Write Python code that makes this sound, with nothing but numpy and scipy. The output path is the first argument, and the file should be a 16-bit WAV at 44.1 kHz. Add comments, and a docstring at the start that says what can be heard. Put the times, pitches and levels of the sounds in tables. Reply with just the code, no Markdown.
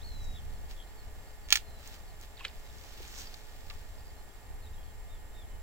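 """An angler casts into a meadow stream. From the start a far lark whistles over low wind on the
microphone, murmuring water and the camera's own whine. At 1.5 s, just to the right, the reel's bail
snaps shut: the impact rings the reel's modes and rattles its loose parts. Near 2.4 s the water slaps
and drops and air pockets ring in plips. Around 3 s friction makes sleeve and line rustle as the rod
is lowered; the larks' chips and falling slurs come last."""
import sys
import numpy as np
from scipy import signal
from scipy.fft import rfft, irfft, next_fast_len
from scipy.io import wavfile
from scipy.ndimage import map_coordinates

SR = 44100
rng = np.random.default_rng(int(sys.argv[2]) if len(sys.argv) > 2 else 0)


def unload_wav(signal):
    """Save mono or channel-first audio to the path in sys.argv[1] as 16-bit WAV at rate SR, clipped to [-1, 1]."""
    wavfile.write(
        sys.argv[1],
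        SR,
        np.round(np.clip(np.atleast_2d(signal).T, -1, 1) * 32767).astype(np.int16),
    )


N = 247842


def reel(crack_db=-12, crack_t60=0.014, rattle_db=-25, rattle_t60=0.14, low_hz=680,
         hard_db=-16, bounce_s=.0026, bounce_loss_db=9.5, bounce_tilt_db=8):
    """Modal ringing: each impact excites the reel's damped modes, a crack and a loose rattle."""
    # contacts of reel and rod: (time [s], level [dB], tilt [dB/octave])
    contacts = [(0.7109, -40.5, -1), (.7645, -56, 12), (1.487, -36, -1), (1.4945, -40, -2), (1.505, -20, 2),
                (1.5158, -27.5, -2), (1.5247, -2.5, 0), (1.5561, -12, 0), (1.572, -21, 0), (1.875, -48, 21),
                (2.2124, -51, 20), (3.6995, -42, -6), (3.709, -40, -6)]
    # modes of the reel: (frequency [Hz], level [dB], t60 [s])
    resonances = [(823, -30.5, 0.045), (1390, -24, 0.036), (1736, -15.5, 0.03), (2310, -13.5, 0.022),
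                  (2480, -23.5, .065), (2710, -14.5, 0.023), (3260, -6.5, 0.011), (4100, -3, 0.0034),
                  (4320, -17, 0.051), (4800, -14, 0.0062), (5400, -9.5, 0.018), (5470, -1.5, 0.0034),
                  (6340, -16, 0.027), (6830, -11, 0.005), (7340, -27, 0.018)]
    # noise of its loose parts: (frequency [Hz], density [dB])
    spectrum = [(200, -36), (500, -24), (800, -19), (1400, 0.5), (2200, 5.5), (3500, 7), (6500, -1.5),
                (8300, -7.5), (12000, -11.5), (14000, -11), (15500, -3)]
    out, t = np.zeros((2, N)), np.arange(SR // 6) / SR
    modes = np.array([(-1) ** k * amp(db) * decay(t, t60) * np.sin(2 * np.pi * hz * t)
                      for k, (hz, db, t60) in enumerate(resonances)])
    # hard contacts rebound twice, each time weaker and brighter
    impacts = [(s + k * bounce_s * rng.uniform(.9, 1.1), db - k * bounce_loss_db,
                tilt + k * bounce_tilt_db)
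               for s, db, tilt in contacts for k in range(3 if db > hard_db else 1)]
    for s, db, tilt in impacts:
        ring = amp(rng.normal(0, 1, (2, len(resonances)))) @ modes
        crack = amp(crack_db) * decay(t, crack_t60) * noise(spectrum, len(t), alike=0.79)
        rattle = amp(rattle_db) * decay(t, rattle_t60) * noise(spectrum, len(t), alike=0.052)
        brightness = lambda hz: amp(tilt * np.log2(np.clip(hz, 1500, 8000) / 3800))
        add(out, s, amp(db) * filtered(ring + crack + rattle, brightness))
    # so small a body radiates bass poorly
    radiation = signal.butter(2, low_hz, "high", fs=SR, output="sos")
    return placed(signal.sosfilt(radiation, out), lag_ms=0.13, right_db=4.5)


def splash(slap_db=-1, slap_t60=0.0094, slap_rise_s=0.00033, spray_db=-22, spray_t60=0.091,
           plip_db=-1, plip_rise_s=0.00073):
    """Impact and resonance: water slaps and spatters as noise; drops and air pockets ring briefly, and a dull
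    knock rings at 3.7 s."""
    # slaps on the water: (time [s], level [dB])
    slaps = [(2.369, -48), (2.444, -37), (2.4493, -24), (2.4519, -25), (2.459, -45)]
    # noise of the spray: (frequency [Hz], density [dB])
    spray = [(400, -27), (1000, -25), (1400, 2.5), (2700, 7.5), (4500, 0), (5800, -11), (9000, -14.5),
             (15000, -40)]
    # fine spatter round the slaps: (peak time [s], level [dB], length [s])
    spatter = [(2.397, -49, 0.028), (2.45, -51, 0.059)]
    # drops and air pockets, and at 3.7 s a dull knock: (time [s], level [dB], pitch [Hz], t60 [s], glide
    # [octaves/s])
    plips = [(2.369, -44.5, 4620, 0.03, -27), (2.376, -40, 3450, 0.016, 7), (2.407, -41.5, 2770, 0.069, -9),
             (2.409, -42, 1070, 0.053, 3), (2.435, -41, 2900, 0.022, -25), (2.452, -47.5, 523, 0.068, 5),
             (2.4816, -31, 4900, 0.0085, -10), (2.4865, -44, 4000, 0.021, -21),
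             (3.003, -38, 452, 0.038, -50), (3.7, -50.5, 1170, 0.11, 0)]
    out = swells(spatter, rise_share=0.4) * grains(spray, grain_db=4, per_s=600, alike=0.47)
    t = np.arange(SR // 8) / SR
    slap_and_spray = amp(slap_db) * decay(t, slap_t60) + amp(spray_db) * decay(t, spray_t60)
    burst = (1 - np.exp(-t / slap_rise_s)) * slap_and_spray
    for s, db in slaps:
        add(out, s, amp(db) * burst * noise(spray, len(t), alike=0.96))
    for s, db, hz, t60, octaves_per_s in plips:
        unsteady = 1 + .05 * wobble(900, len(t))
        ring = np.sin(cycle(hz * unsteady * 2 ** (octaves_per_s * t)))
        envelope = (1 - np.exp(-t / plip_rise_s)) * decay(t, t60)
        add(out, s, amp(db + plip_db) * envelope * ring)
    return placed(out, lag_ms=-0.043, right_db=2.5)


def sleeve_and_line(rest_db=-62, settle_db_per_s=0.7, tick_db=-3, tick_t60=0.019):
    """Friction noise: cloth rubs in fine grains; the line hisses and ticks through the rod rings."""
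    # strokes of the sleeve: (peak time [s], level [dB], length [s])
    strokes = [(.712, -50, 0.042), (1.878, -51.5, 0.17), (1.94, -53.5, 0.056), (2.235, -50.5, .04),
               (3.03, -49, 0.025), (3.05, -52.5, 1), (3.2, -46.5, 0.12), (3.73, -61, 0.36)]
    # rubbing cloth: (frequency [Hz], density [dB])
    cloth = [(100, -6), (250, 0), (700, -7), (1500, -2), (3000, 0), (4500, 0), (6400, -4.5), (8500, -10),
             (11000, -16), (15000, -7)]
    # pulls of line: (peak time [s], level [dB], length [s])
    pulls = [(.25, -55, 0.018), (.3, -65.5, 0.63), (2.9, -63, .25), (3.205, -45.5, 0.093), (3.37, -62, .08)]
    # sliding line: (frequency [Hz], density [dB])
    line_hiss = [(2500, -12), (4500, -7.5), (5700, -1.5), (6500, -3), (8000, -8), (10000, -24),
                 (15000, -16)]
    # ticks of line on the rings: (time [s], level [dB], pitch [Hz])
    ticks = [(2.7834, -45.5, 6200), (3.0782, -39, 6640), (3.1875, -40, 6100), (3.2545, -49, 4700),
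             (3.273, -54, 4600), (3.341, -34, 4670), (3.6997, -37, 4360), (3.703, -37, 2790)]
    rub = lambda spectrum: grains(spectrum, grain_db=2, per_s=500, alike=0.43)
    rest = amp(rest_db - settle_db_per_s * np.arange(N) / SR)  # faint rustle between strokes
    out = np.hypot(rest, swells(strokes, rise_share=0.45)) * rub(cloth)
    out += swells(pulls, rise_share=0.75) * rub(line_hiss)
    t = np.arange(SR // 16) / SR
    for s, db, hz in ticks:
        band = [(hz / 2, -24), (hz * 0.72, -9), (hz, 0), (hz * 1.2, -11), (hz * 2, -28)]
        add(out, s, amp(db + tick_db) * decay(t, tick_t60) * noise(band, len(t), alike=0.35))
    return placed(out, lag_ms=0.15, right_db=1.5)


def larks(meadow_db=-7, meadow_t60=0.14, slur_s=0.14, top_s=0.0293, top_hz=3690, drop_hz=1050):
    """Scattering: the larks' gliding tones arrive directly and as a short diffuse tail off the meadow."""
    # buzzy trills: (time [s], length [s], pitch [Hz], level [dB])
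    trills = [(.335, 0.071, 3420, -54.5), (.764, 0.083, 3290, -55.5), (.8, 0.1, 4160, -69),
              (1.163, .2, 4700, -69), (2.065, .056, 4300, -61.5), (2.639, 0.074, 3830, -63),
              (3.259, 0.027, 4580, -49.5), (3.97, 0.048, 4760, -61), (4.043, 0.074, 4680, -60),
              (4.745, .18, 3300, -66), (4.813, .1, 4500, -69)]
    # plain whistles: (time [s], length [s], pitch [Hz], level [dB], sag [octaves])
    whistles = [(.53, .055, 4300, -69, .14), (0.967, 0.062, 4330, -64, 0.12),
                (1.436, 0.044, 4500, -64, 0.062), (1.617, .21, 4090, -68, 0.13), (4.17, .045, 4250, -68, 0),
                (4.299, .023, 3300, -67.5, .06), (5.483, .137, 3000, -74, .02)]
    # rising chips: (time [s], pitch [Hz], level [dB])
    chips = [(4.62, 4250, -67), (4.638, 3900, -60), (4.66, 3700, -62), (4.734, 3780, -66)]
    # slurs that arch over and fade as they fall: (time [s], level [dB])
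    slurs = [(5.078, -63.5), (5.338, -60.5)]
    song = np.zeros(N)
    add(song, 0, long_call())
    for s, length, hz, db in trills:
        add(song, s, note(glide(length, hz, octaves=-0.105), db, depth=.88))
    for s, length, hz, db, sag in whistles:
        add(song, s, note(glide(length, hz, -sag), db))
    for s, hz, db in chips:
        add(song, s, note(glide(0.0207, hz, octaves=0.094), db))
    fall = ((np.arange(int(slur_s * SR)) / SR - top_s) / (slur_s - top_s)) ** 2
    for s, db in slurs:
        add(song, s, note(top_hz - drop_hz * fall, db - 12 * fall, depth=.3))
    t = np.arange(SR // 3) / SR
    tail = rng.standard_normal((2, len(t))) * decay(t, meadow_t60)
    scatter = signal.fftconvolve(song[None], tail / np.linalg.norm(tail[0]), axes=1)[:, :N]
    return placed(song, lag_ms=-0.27, right_db=0) + amp(meadow_db) * scatter


def long_call(length_s=.378, db=-59.5, final_hz=3740, scoop_hz=1490, scoop_s=.03, sag_hz=1020,
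              sag_s=.13, trill_s=0.18, trill_db=10, attack_s=.02, release_s=.008):
    """Fading modulation: a trilled upward scoop settles into a pure, sagging whistle."""
    t = np.arange(int(length_s * SR)) / SR
    hz = final_hz + sag_hz * np.exp(-t / sag_s) - scoop_hz * np.exp(-(t / scoop_s) ** 2)
    depth = np.clip(1 - (t / trill_s) ** 2, 0, 1)
    envelope = (1 - np.exp(-t / attack_s)) * np.clip((length_s - t) / release_s, 0, 1)
    tone = whistle(hz, depth, trill_hz=68.4, sweep=0.03, hoarse=0.019)
    return amp(db + trill_db * depth) * envelope * tone


def note(hz, db, depth=0, flutter_db=3):
    """Scintillation: moving air makes the level of one rounded note flutter."""
    arch = np.sqrt(np.abs(np.sin(np.linspace(0, np.pi, len(hz)))))
    gain = amp(db + flutter_db * wobble(132, len(hz)))
    return gain * arch * whistle(hz, depth, trill_hz=83.8, sweep=-0.017, hoarse=0.052)


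def whistle(hz, depth, trill_hz, sweep, hoarse):
    """Amplitude and frequency modulation: a trill chops a pure tone into slightly hoarse sweeps."""
    beat = cycle(np.full(len(hz), trill_hz))
    gate = 1 - depth * (1 - np.sin(beat)) / 2
    bend = depth * (hoarse * wobble(1190, len(hz)) - sweep * np.cos(beat))
    return np.sqrt(2) * gate ** 2 * np.sin(cycle(hz * (1 + bend)))


def wind(gain_db=3, eddy_db=.8, eddies_per_s=7):
    """Turbulence: slow gusts and quick eddies buffet each microphone port a little differently."""
    # course of the gusts: (time [s], level [dB])
    gusts = [(0.0, -44.5), (0.12, -39), (0.66, -42.5), (0.7, -47.5), (3.6, -50.5), (3.71, -45),
             (4.46, -52.5), (4.51, -47), (5.62, -46.5)]
    # buffeting pressure: (frequency [Hz], density [dB])
    rumble = [(10, -3.5), (20, 4), (30, 2.5), (45, -4.5), (65, -4.5), (95, -11.5), (125, -23), (170, -26),
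              (260, -32.5), (500, -60)]
    gust_db = np.interp(np.arange(N) / SR, *np.transpose(gusts))
    return amp(gust_db + gain_db + eddy_db * wobble(eddies_per_s)) * noise(rumble, N, alike=0.33)


def stream(murmur_db=-58.5, ripple_db=1):
    """Flow noise: running water murmurs with a gently rippling level."""
    # running water: (frequency [Hz], density [dB])
    murmur = [(90, 6.5), (170, -1.5), (300, -1), (520, -0.5), (760, 3), (1100, -7), (1600, -11),
              (3500, -17), (6000, -27.5)]
    return amp(murmur_db + ripple_db * wobble(25)) * noise(murmur, N, alike=0.75)


def camera(hiss_db=-61, drift=0.00039, flutter_db=0.5):
    """Self-noise: the microphone hisses and the camera's works whine in slightly unsteady tones."""
    # microphone hiss: (frequency [Hz], density [dB])
    hiss = [(100, 10), (500, 5), (1200, 5), (2200, 4), (3800, -3.5), (5500, -4), (9000, -1), (15500, -2.5)]
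    # tones of the works: (frequency [Hz], left level [dB], right level [dB])
    partials = [(429.4, -67.5, -74.5), (859, -71.5, -72.5), (1195, -72.5, -93), (1455, -99, -76.5),
                (1717, -79.5, -70), (1855, -89.5, -82), (1863, -70, -73), (2090, -80, -75),
                (2186, -101, -73.5), (7300, -86, -78), (7390, -78, -76.5), (7410, -73.5, -69)]
    phase_per_hz = cycle(1 + drift * wobble(10))
    tones = sum(amp([[left], [right]]) * np.sin(hz * phase_per_hz) for hz, left, right in partials)
    whine = amp(flutter_db * wobble(13)) * np.sqrt(2) * tones
    return amp(hiss_db) * noise(hiss, N) + placed(whine, lag_ms=0.031, right_db=0.5)


def amp(db):
    """Decibels as an amplitude ratio."""
    return 10 ** (np.asarray(db) / 20)


def unit(x):
    """Normalisation to rms 1."""
    return x / np.sqrt(np.mean(x ** 2) + 1e-20)


def decay(t, t60):
    """Exponential damping: 60 dB in t60 seconds."""
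    return amp(-60 * t / t60)


def cycle(hz):
    """Phase as the integral of frequency."""
    return 2 * np.pi * np.cumsum(hz) / SR


def glide(length, hz, octaves):
    """An exponential pitch sweep centred on hz."""
    return hz * 2 ** (octaves * np.linspace(-.5, .5, int(length * SR)))


def wobble(per_s, size=N):
    """Smooth random modulation with per_s knots a second."""
    knots = rng.standard_normal(int(size * per_s / SR) + 4)
    return map_coordinates(knots, [np.arange(size) * per_s / SR])


def swells(rows, rise_share):
    """Power sum of exponential swells; each length splits into a rise and a fall time constant."""
    t = np.arange(N) / SR
    gains = [amp(db) * np.exp(-np.maximum((s - t) / rise_share, (t - s) / (1 - rise_share)) / length)
             for s, db, length in rows]
    return np.linalg.norm(gains, axis=0)


def filtered(x, response):
    """Linear filtering: the spectrum of x times a frequency response."""
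    size = x.shape[-1]
    padded = next_fast_len(size + 8192)
    hz = np.fft.rfftfreq(padded, 1 / SR)
    return irfft(rfft(x, padded) * response(hz), padded)[..., :size]


def noise(spectrum, size, alike=0):
    """Partly coherent stereo noise of rms 1; the sides share the fraction alike of their power."""
    white = rng.standard_normal((3, size))
    pair = np.sqrt(alike) * white[2] + np.sqrt(1 - alike) * white[:2]
    knot_hz, knot_db = np.transpose(spectrum)
    colour = lambda hz: amp(np.interp(np.log(hz + 1), np.log(knot_hz + 1), knot_db))
    return unit(filtered(pair, colour))


def grains(spectrum, grain_db, per_s, alike):
    """Fast random amplitude modulation makes noise grainy."""
    return unit(amp(grain_db * wobble(per_s)) * noise(spectrum, N, alike))


def placed(x, lag_ms, right_db):
    """Time and level differences: a source to the right reaches the left port later and weaker."""
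    side = np.array([[-.5], [.5]])
    return filtered(x, lambda hz: amp(side * right_db) * np.exp(2j * np.pi * hz * side * lag_ms / 1000))


def add(track, s, sound):
    """Superpose a sound on a track from time s."""
    part = track[..., max(round(s * SR), 0):][..., :sound.shape[-1]]
    part += sound[..., :part.shape[-1]]


def scene():
    """Superposition: the pressures of all sources add."""
    return reel() + splash() + sleeve_and_line() + larks() + wind() + stream() + camera()


def record(dry, ceiling=.92, top_hz=15850):
    """Saturation and band limiting: the highest peaks are rounded and the top treble is cut."""
    rounded = dry / (1 + (dry / ceiling) ** 6) ** (1 / 6)
    return filtered(rounded, lambda hz: hz < top_hz)


dry = scene()
out = record(dry)
unload_wav(out)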